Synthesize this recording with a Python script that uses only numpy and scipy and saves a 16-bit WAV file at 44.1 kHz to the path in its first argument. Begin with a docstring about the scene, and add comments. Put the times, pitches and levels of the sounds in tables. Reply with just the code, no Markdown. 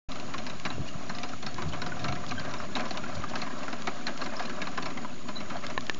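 """Horse carriage on soft dirt

A horse walks a four-wheeled carriage past. The wheels crunch along, and each jolt rattles loose iron
fittings, wooden shafts and the hollow body. Harness straps scuff and their metal parts squeak thinly.
Light wind puffs at the microphone, and two sharp knocks sound close by at the end."""
import sys
import numpy as np
from scipy import signal
from scipy.fft import rfft, irfft, next_fast_len
from scipy.io import wavfile
from scipy.ndimage import uniform_filter1d, map_coordinates

SR = 44100
rng = np.random.default_rng(int(sys.argv[2]) if len(sys.argv) > 2 else 0)


def inscribe(sig):
    """Save sig as 16-bit PCM at rate SR to the path in sys.argv[1].

    A 1-D sig is mono; a 2-D sig holds one channel per row.
    Samples are clipped to [-1, 1] before scaling.
    """
    pcm = np.round(np.clip(np.atleast_2d(sig).T, -1, 1) * 32767)
    wavfile.write(sys.argv[1], SR, pcm.astype(np.int16))


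N = 264159
T = np.arange(N) / SR


def amp(db):
    """Turn decibels (dB) into a number to multiply a sound by."""
    return 10 ** (np.asarray(db) / 20)


def unit(x):
    """Scale a sound to an average power of 1."""
    return x / np.sqrt(np.mean(x ** 2) + 1e-20)


def burst(x, seconds=0.022):
    """Give a short sound as much energy as a power of 1 held for this long."""
    return x / np.linalg.norm(x) * np.sqrt(seconds * SR)


def curve(rows):
    """Join (time, value) points with straight lines, one value per sample."""
    return np.interp(T, *np.transpose(rows))


def wobble(rate):
    """A smooth random curve through rate points a second."""
    return map_coordinates(rng.standard_normal(int(N * rate / SR) + 4), [T * rate])


def tone(t, hz, db, t60):
    """A ringing note. Its ring time, t60, is the seconds it takes to fade by 60 dB."""
    return amp(db - 60 * t / t60) * np.sin(2 * np.pi * hz * t)


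def excite(force, ring):
    """Let every push in the force start its own copy of the ring."""
    return signal.fftconvolve(force, ring)[:len(force)]


def coloured(x, points, size=4096):
    """Filter a sound so that its lows and highs follow the (Hz, dB) points."""
    hz, db = np.transpose(points)
    log_hz = np.log(np.fft.rfftfreq(size, 1 / SR) + 1)
    cepstrum = irfft(np.log(amp(np.interp(log_hz, np.log(hz), db))))
    # make the filter ring only after a hit, never before
    cepstrum[1:size // 2] *= 2
    cepstrum[size // 2 + 1:] = 0
    response = irfft(np.exp(rfft(cepstrum)))
    return excite(x, response / np.linalg.norm(response))


def around(x, hz, edge_db):
    """Keep a broad band around hz, falling to edge_db an octave to either side."""
    return coloured(x, [(hz * 2.0 ** octave, abs(octave) * edge_db) for octave in range(-2, 3)])


def grains(count, rate, spread_db):
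    """Tiny random hits of uneven size, about rate of them a second."""
    hits = rng.random(count) < rate / SR
    sizes = amp(spread_db * rng.standard_normal(count))
    return unit(hits * sizes * rng.choice([-1, 1], count))


def chatter(rate, attack, t60, tail_db, tail_t60):
    """The force of a loose part hitting its seat: a quick run of hits, then weaker bounces."""
    t = T[:SR // 5]
    rise = 1 - np.exp(-t / attack)
    fall = amp(-60 * t / t60) + amp(tail_db - 60 * t / tail_t60)
    return grains(len(t), rate, spread_db=2.0) * rise * fall


def add(track, start, sound):
    """Mix a sound into the track, start seconds in."""
    room = track[max(round(start * SR), 0):][:len(sound)]
    room += sound[:len(room)]


# The tone of the hiss. Each row: frequency in Hz, relative level in dB.
HISS_COLOUR = [(30, -16.5), (150, 21.5), (1000, 9.5), (3000, 12.5), (6200, 2), (6650, 14.5), (7100, 13.5),
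               (7400, -10.5)]

def hiss():
    """A faint, steady noise behind everything."""
    return amp(-51.5) * coloured(rng.standard_normal(N), HISS_COLOUR)


# The light breeze. Each row: time in seconds, level in dB.
BREEZE_LEVELS = [(0.2, -51), (2.5, -46), (3.7, -57.5), (5.8, -51)]
# Gusts. Each row: time of the peak in seconds, level in dB, rise and fall time in seconds,
# pitch of the swirl of air in Hz.
WIND_GUSTS = [(0.783, -38, 0.037, 330), (0.804, -34.5, 0.011, 150), (0.959, -46, 0.015, 110),
              (1.688, -38.5, 0.06, 151), (2.093, -41, 0.089, 115), (3.198, -43, 0.08, 125)]

def wind(swirl_db=9.5):
    """A lumpy rumble swells with each gust, whose swirl pushes and then pulls on the microphone."""
    colour = [(15, -37), (35, -25), (65, -2.5), (120, 0.5), (170, 1), (260, -14.5), (600, -46.5),
              (2000, -87.5)]
    rumble = coloured(rng.standard_normal(N), colour)
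    strength, swirls = amp(curve(BREEZE_LEVELS)), np.zeros(N)
    for peak, db, swell, hz in WIND_GUSTS:
        strength += amp(db) * np.exp(-np.abs(T - peak) / swell)
        phase = 2 * np.pi * hz * (T - peak)
        swirls -= amp(db + swirl_db) * phase * np.exp((1 - phase ** 2) / 2)
    lumps = amp(1.5 * wobble(25))
    return strength * lumps * rumble + swirls


# Close knocks. Each row: start in seconds, ring level in dB, crack level in dB,
# boost or cut of the lowest note in dB.
CLOSE_KNOCKS = [(5.7777, -21, -17.5, 1), (5.8969, -20, -10, -16)]
# The notes in a knock. Each row: pitch in Hz, relative level in dB, ring time in seconds.
KNOCK_NOTES = [(1070, -1.5, 0.037), (1770, 0.5, 0.024), (2290, -4, 0.0084), (2720, -15, 0.027),
               (3880, -4, 0.014)]

def knocks(contact_s=0.000098, crack_t60=0.0065, thud_db=-17):
    """Hard, dry knocks: a sharp crack, a few quickly fading notes and a short, low thud."""
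    out, t = np.zeros(N), T[:SR // 10]
    for start, ring_db, crack_db, lowest_db in CLOSE_KNOCKS:
        notes = [tone(t, hz, db, t60) for hz, db, t60 in KNOCK_NOTES]
        ring = amp(lowest_db) * notes[0] + sum(notes[1:])
        from_peak = t / contact_s - 2
        click = (1 - 2 * from_peak ** 2) * np.exp(-from_peak ** 2)
        crack = click + 0.11 * amp(-60 * t / crack_t60) * rng.standard_normal(len(t))
        thud = tone(t, hz=330, db=thud_db, t60=0.0067)
        add(out, start, amp(ring_db) * ring + amp(crack_db) * crack - thud)
    return out


# Sliding harness straps. Each row: time of the peak in seconds, level in dB.
STRAP_SCUFFS = [(0.883, -47), (1.692, -46), (2.292, -42), (3.155, -43.5), (3.298, -45), (3.382, -46),
                (3.59, -47), (4.244, -44), (5.65, -51)]

def scuffs(swell_s=0.0059, scuff_hz=4500):
    """A strap slides through its ring with a soft, grainy swish."""
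    strokes = sum(amp(db) * np.exp(-((T - peak) / swell_s) ** 2 / 2) for peak, db in STRAP_SCUFFS)
    return strokes * around(grains(N, rate=1700, spread_db=1.5), scuff_hz, edge_db=-16)


# Thin squeaks. Each row: start in seconds, pitch in Hz, level in dB, length of the rub in seconds.
HARNESS_SQUEAKS = [(0.708, 2770, -45.5, 0.042), (0.876, 2810, -41, 0.026), (1.46, 4350, -44.5, 0.045),
                   (2.362, 1560, -38, 0.048), (2.37, 3140, -47, 0.035), (2.583, 5220, -40.5, 0.012),
                   (4.364, 5180, -38.5, 0.011), (5.353, 3990, -33.5, 0.025)]

def squeaks(flutter_db=3, tail_db=-10, tail_t60=0.15, scratch_s=0.00048):
    """Metal rubs on metal and sings for a moment, unsteady in pitch and strength, then rings out."""
    out, t = np.zeros(N), T[:SR // 8]
    drift, grip = wobble(590), amp(flutter_db * wobble(280))
    for start, hz, db, length in HARNESS_SQUEAKS:
        depth = scratch_s / length  # the briefer, the scratchier
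        waver = depth * np.roll(drift, -int(start * SR))[:len(t)]
        phase = 2 * np.pi * np.cumsum(hz * (1 + waver)) / SR
        stroke = np.minimum(t / length, 1)
        tail = stroke * amp(tail_db - 60 * np.maximum(t - length, 0) / tail_t60)
        swell = np.maximum(np.sin(np.pi * stroke), tail)
        add(out, start, amp(db) * swell * np.sin(phase))
    return out * grip


# Harness buckles snapping. Each row: start in seconds, relative level in dB.
BUCKLE_SNAPS = [(0.599, -27), (1.544, -29), (2.265, -27.5), (3.8213, -28), (4.176, -26), (5.666, -21.5),
                (5.808, -27.5), (5.867, -27.5), (5.946, -27.5)]

def buckles(t60=0.011, snap_hz=3200):
    """A buckle snaps tight with one short, bright click."""
    out, t = np.zeros(N), T[:SR // 20]
    for start, db in BUCKLE_SNAPS:
        force = amp(-60 * t / t60) * rng.standard_normal(len(t))
        add(out, start, amp(db - 19) * burst(around(force, snap_hz, edge_db=-11)))
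    return out


# The tone of a dull wooden clack. Each row: frequency in Hz, relative level in dB.
WOOD_COLOUR = [(350, -13.5), (600, -2), (1150, 2.5), (1700, -5), (2300, -8.5), (5000, -36.5)]
# The notes of the frame, shafts and wheels. Each row: pitch in Hz, relative level in dB,
# ring time in seconds.
FRAME_NOTES = [(504, -5.5, 0.047), (612, 0.5, 0.039), (735.6, 3, 0.041), (1007, 0.5, 0.046),
               (1177, -1.5, 0.042), (1330, -1, 0.031), (1638, -1, 0.022), (2230, -15.5, 0.025)]

def frame(force, ring_db, vary_db):
    """Struck woodwork clacks and rings. Each note's strength is random, as if hit in a new spot."""
    t = T[:SR // 10]
    ring = sum((-1) ** k * tone(t, hz, db + vary_db * rng.standard_normal(), t60)
               for k, (hz, db, t60) in enumerate(FRAME_NOTES))
    pushes = force * rng.choice([-1, 1], len(force))  # hits bend the frame either way
    ringing = excite(pushes, ring / np.linalg.norm(ring))
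    return (coloured(force, WOOD_COLOUR) + amp(ring_db) * ringing) / np.hypot(1, amp(ring_db))


# The tone of the carriage body. Each row: frequency in Hz, relative level in dB.
BODY_COLOUR = [(80, -23.5), (120, -9.5), (180, -1.5), (215, 1.5), (250, 4.5), (320, -5), (375, -2.5),
               (450, -14.5), (900, -40)]

def hollow_body(force):
    """The hollow body answers a force with a low boom."""
    return coloured(force, BODY_COLOUR)


# Rolling over rougher and smoother ground. Each row: time in seconds, level in dB.
ROLLING_LEVELS = [(0.34, -46), (0.62, -50), (0.95, -47.5), (1.15, -46), (1.38, -51), (1.7, -46),
                  (2.2, -48.5), (2.45, -43), (2.68, -48.5), (2.82, -41), (3.05, -45), (3.4, -44),
                  (3.78, -45.5), (4.6, -42.5), (4.74, -45.5), (5.2, -48.5), (5.55, -46.5), (5.9, -48.5)]

def shake():
    """How much harder than average the ground shakes the carriage, in dB."""
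    rolling_db = curve(ROLLING_LEVELS)
    return rolling_db - rolling_db.mean()


def crackle(rate, low_hz=1300, high_hz=6500, cycles=3.5, sizes=16):
    """Crumbs break, rate a second of each size. Each size gives a tiny ping of its own pitch."""
    out, t = np.zeros(N), T[:SR // 50]
    for hz in np.geomspace(low_hz, high_hz, sizes):
        age = hz * t / cycles
        ping = age * np.exp(-age) * np.sin(2 * np.pi * hz * t)
        out += hz * excite(grains(N, rate, spread_db=2), ping)
    return unit(out)


# Sand crunching under the tyres. Each row: time in seconds, base level in dB.
SAND_LEVELS = [(0.3, -53), (4.5, -52.5), (5.15, -55), (5.8, -53.5)]
# The tone of the sand. Each row: frequency in Hz, relative level in dB.
SAND_COLOUR = [(1200, -7.5), (2400, 1), (2800, 1), (3300, -4), (4050, 1), (4900, -4), (6000, -2.5),
               (7400, -17)]

def wheels(sand_follows=0.32, drum_db=-45, drum_follows=0.45):
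    """Tyres crush dirt and sand, while the uneven ground rings the frame and drums the body."""
    shake_db, bumps = shake(), wobble(30)
    wood_level = amp(curve(ROLLING_LEVELS) + 0.17 + 2.33 * bumps)
    wood = frame(grains(N, rate=2600, spread_db=5), ring_db=4, vary_db=2.5)
    sand_level = amp(curve(SAND_LEVELS) + sand_follows * shake_db + bumps + 1.2 * wobble(45))
    sand = unit(coloured(crackle(rate=420), SAND_COLOUR))
    drum_level = amp(drum_db + drum_follows * shake_db + wobble(10))
    drum = hollow_body(grains(N, rate=900, spread_db=3.5))
    return wood_level * wood + sand_level * sand + drum_level * drum


# The hollow ring of a rolling wheel. Each row: time in seconds, level in dB.
WHEEL_LEVELS = [(0.3, -58.5), (1.1, -60.5), (1.22, -42.5), (1.42, -62), (1.62, -48), (1.95, -48.5),
                (2.1, -40), (2.3, -55), (3.2, -64.5)]
# The wheel's notes. Each row: pitch in Hz, relative level in dB, ring time in seconds.
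WHEEL_NOTES = [(715.7, 0, .2), (1020, -11.5, 0.08), (1182, -7, 0.069), (1324, -6.5, 0.063)]

def wheel_ring():
    """The ground keeps tapping a wheel, which sings on with an even, hollow note."""
    ring = sum(tone(T[:SR // 4], hz, db, t60) for hz, db, t60 in WHEEL_NOTES)
    ringing = excite(grains(N, rate=440, spread_db=2.5), ring)
    power = np.abs(uniform_filter1d(ringing ** 2, SR // 20))
    even = ringing / np.sqrt(power + 1e-9)
    return amp(curve(WHEEL_LEVELS)) * even


def jiggle(count=700, low_hz=1000, high_hz=4600, cycles=7.4, base_db=-39, spread_db=4, tilt_db=-6):
    """Spokes, links and straps jiggle all the time: many faint clacks, each with its own pitch."""
    out, t = np.zeros(N), T[:SR // 20]
    shake_db = shake()
    for when, pitch, size in rng.random((count, 3)):
        turns = low_hz * (high_hz / low_hz) ** pitch * t
        db = base_db + spread_db * (2 * size - 1) + tilt_db * pitch + shake_db[int(when * N)]
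        swell = (1 - np.exp(-turns / 2)) * np.exp(-turns / cycles)
        add(out, when * N / SR, amp(db) * swell * np.sin(2 * np.pi * turns))
    return out


# Wood hitting wood. Each row: start in seconds, relative level in dB, pitch in Hz.
WOOD_CLACKS = [(0.341, -26, 1090), (1.333, -27.5, 1240), (1.724, -31, 3020), (1.819, -27, 1440),
               (1.864, -30, 1390), (1.9189, -25, 1460), (2.16, -32, 2030), (2.237, -29.5, 1170),
               (2.318, -25, 1180), (2.601, -26.5, 1200), (2.834, -30, 1100), (3.037, -25, 1390),
               (3.235, -22.5, 1170), (3.335, -27.5, 930), (3.505, -29, 1640), (3.681, -22.5, 1420),
               (3.873, -23, 1935), (4.086, -25.5, 734), (4.2197, -24, 1140), (4.334, -29.5, 870),
               (4.404, -22.5, 673), (4.53, -33.5, 1120), (4.616, -29, 2190), (4.779, -23, 1190),
               (4.857, -30, 1240), (4.973, -27.5, 2010), (5.0465, -26, 990), (5.555, -26.5, 690),
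               (5.636, -29.5, 2090)]

def clacks(t60=0.029, wood_db=-4, body_db=-6):
    """A loose shaft or wheel knocks: one hollow pitch stands out over the frame and body."""
    out, t = np.zeros(N), T[:SR // 20]
    for start, db, hz in WOOD_CLACKS:
        force = chatter(rate=1800, attack=0.00022, t60=0.041, tail_db=-28.5, tail_t60=0.16)
        ring = burst(excite(force, amp(-60 * t / t60) * np.cos(2 * np.pi * hz * t)))
        wood = amp(wood_db) * burst(frame(force, ring_db=-4, vary_db=7.5))
        boom = amp(body_db) * burst(hollow_body(force))
        add(out, start, amp(db - 15) * (ring + wood + boom))
    return out


# Blows on iron fittings. Each row: start in seconds, relative level in dB, pitch in Hz.
IRON_CLINKS = [(0.118, -34.5, 4020), (0.7028, -33, 3920), (1.4633, -32, 4380), (1.8172, -34.5, 4170),
               (2.1214, -38, 4100), (2.396, -34, 4470), (2.7522, -25.5, 3920), (2.9073, -33.5, 4280),
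               (3.417, -29, 4320), (4.067, -27, 4170), (4.2143, -33, 4270), (4.8552, -37, 4130)]

def clinks(t60=0.017):
    """A fitting struck squarely rings briefly at one bright pitch."""
    out, t = np.zeros(N), T[:SR // 20]
    for start, db, hz in IRON_CLINKS:
        force = chatter(rate=3000, attack=0.00047, t60=0.01, tail_db=-29, tail_t60=0.12)
        add(out, start, amp(db - 11) * burst(excite(force, tone(t, hz, 0, t60))))
    return out


# The tone of clashing iron. Each row: frequency in Hz, relative level in dB.
IRON_COLOUR = [(1200, -26), (2000, -3), (2600, 2), (3300, -5.5), (3700, -0.5), (4100, 2.5), (4700, -4),
               (5700, 1), (7000, -13)]

def fitting(force, main_hz=4120, main_db=3, t60=0.03, ring_db=-3, count=6):
    """An iron fitting clinks near a pitch they all share, and rings at a few pitches of its own."""
    t = T[:SR // 20]
    own = sum(tone(t, hz, 0, t60) for hz in rng.uniform(1800, 5600, count))
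    main = tone(t, main_hz * (1 + 0.076 * rng.standard_normal()), main_db, t60)
    ringing = excite(force, own + main)
    return unit(coloured(force, IRON_COLOUR)) + amp(ring_db) * unit(coloured(ringing, IRON_COLOUR))


# Jolts that throw the loose parts about. Each row: start in seconds, relative level of the iron in dB,
# relative level of the wood and body in dB.
CARRIAGE_JOLTS = [(0.1174, -35, -45), (0.1561, -34.5, -39), (0.1972, -30.5, -44), (0.3378, -27, -36),
                  (0.3802, -25.5, -36), (0.4647, -26.5, -36.5), (0.496, -28.5, -40.5), (0.6502, -22.5, -30),
                  (0.6599, -26, -37.5), (0.7013, -35, -35.5), (1.094, -28.5, -32.5), (1.1486, -31.5, -61),
                  (1.1837, -27.5, -42), (1.232, -24, -33.5), (1.289, -32.5, -40.5), (1.4254, -29.5, -37),
                  (1.4638, -25, -34.5), (1.5803, -33, -31.5), (1.6194, -27.5, -34.5), (1.732, -33, -32),
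                  (1.8177, -25.5, -33.5), (1.8618, -28, -34.5), (1.9935, -30, -45), (2.0413, -24.5, -30.5),
                  (2.0819, -23.5, -32.5), (2.1219, -26.5, -34.5), (2.1518, -32.5, -39),
                  (2.3091, -24.5, -35.5), (2.3969, -32.5, -37.5), (2.4481, -37, -33.5),
                  (2.5099, -35, -38.5), (2.5366, -27.5, -35.5), (2.7544, -25, -31.5),
                  (2.7643, -27.5, -29.5), (2.794, -30.5, -30.5), (2.8043, -29.5, -40), (2.8533, -32.5, -42),
                  (2.9068, -25.5, -33), (2.9711, -24.5, -38), (3.3539, -24, -31), (3.4169, -29, -32.5),
                  (3.4642, -38, -34.5), (3.6309, -31.5, -41), (3.7265, -30, -33), (3.871, -24, -27.5),
                  (4.0678, -23, -31), (4.215, -32.5, -33.5), (4.259, -29.5, -33), (4.3936, -27, -35),
                  (4.4209, -33, -39.5), (4.4526, -28.5, -42), (4.4944, -30, -35.5), (4.6162, -23, -33.5),
                  (4.6687, -28.5, -33), (4.774, -28, -30), (4.8237, -26.5, -37), (4.8571, -27, -33.5),
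                  (4.9004, -34, -39), (4.9722, -33, -40), (5.2845, -30.5, -35.5), (5.402, -34, -36),
                  (5.4992, -32, -34), (5.5648, -32, -40), (5.6362, -35, -36.5), (5.6993, -30.5, -37)]

def rattle():
    """Ruts and clods jolt the carriage: iron clashes first, wood follows, the hollow body booms on."""
    out = np.zeros(N)
    for start, iron_db, wood_db in CARRIAGE_JOLTS:
        iron = fitting(chatter(rate=2200, attack=0.0012, t60=0.034, tail_db=-25, tail_t60=0.17))
        blow = chatter(rate=1700, attack=0.0034, t60=0.055, tail_db=-13.5, tail_t60=0.22)
        wood = frame(blow, ring_db=3.5, vary_db=5.5)
        wood = np.diff(wood, prepend=0) + 0.12 * wood  # a hard blow is brighter than rolling
        boom = hollow_body(chatter(rate=1600, attack=0.0063, t60=0.14, tail_db=-17.5, tail_t60=0.1))
        add(out, start, amp(iron_db - 15) * burst(iron))
        add(out, start, amp(wood_db - 3.5) * burst(wood))
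        add(out, start, amp(wood_db - 7.5) * burst(boom))
    return out


def scene():
    """Mix the carriage, harness, knocks and wind over the hiss, in one channel."""
    mix = hiss()
    mix += rattle() + clinks() + clacks() + jiggle()
    mix += buckles() + scuffs()
    mix += wheels() + wheel_ring()
    mix += squeaks() + knocks() + wind()
    return mix[None]


def record(dry, start_s=0.086, top_hz=7340, offset=-0.042):
    """Cut the highest treble, shift the wave a little below zero and open with a moment of silence."""
    size = next_fast_len(N + SR // 2)
    low_pass = 1 / np.sqrt(1 + (np.fft.rfftfreq(size, 1 / SR) / top_hz) ** 120)
    dulled = irfft(rfft(dry, size) * low_pass, size)[:, :N]
    fade_in = np.clip((T - start_s) / 0.004, 0, 1)
    return (dulled + offset) * fade_in


dry = scene()
out = record(dry)
inscribe(out)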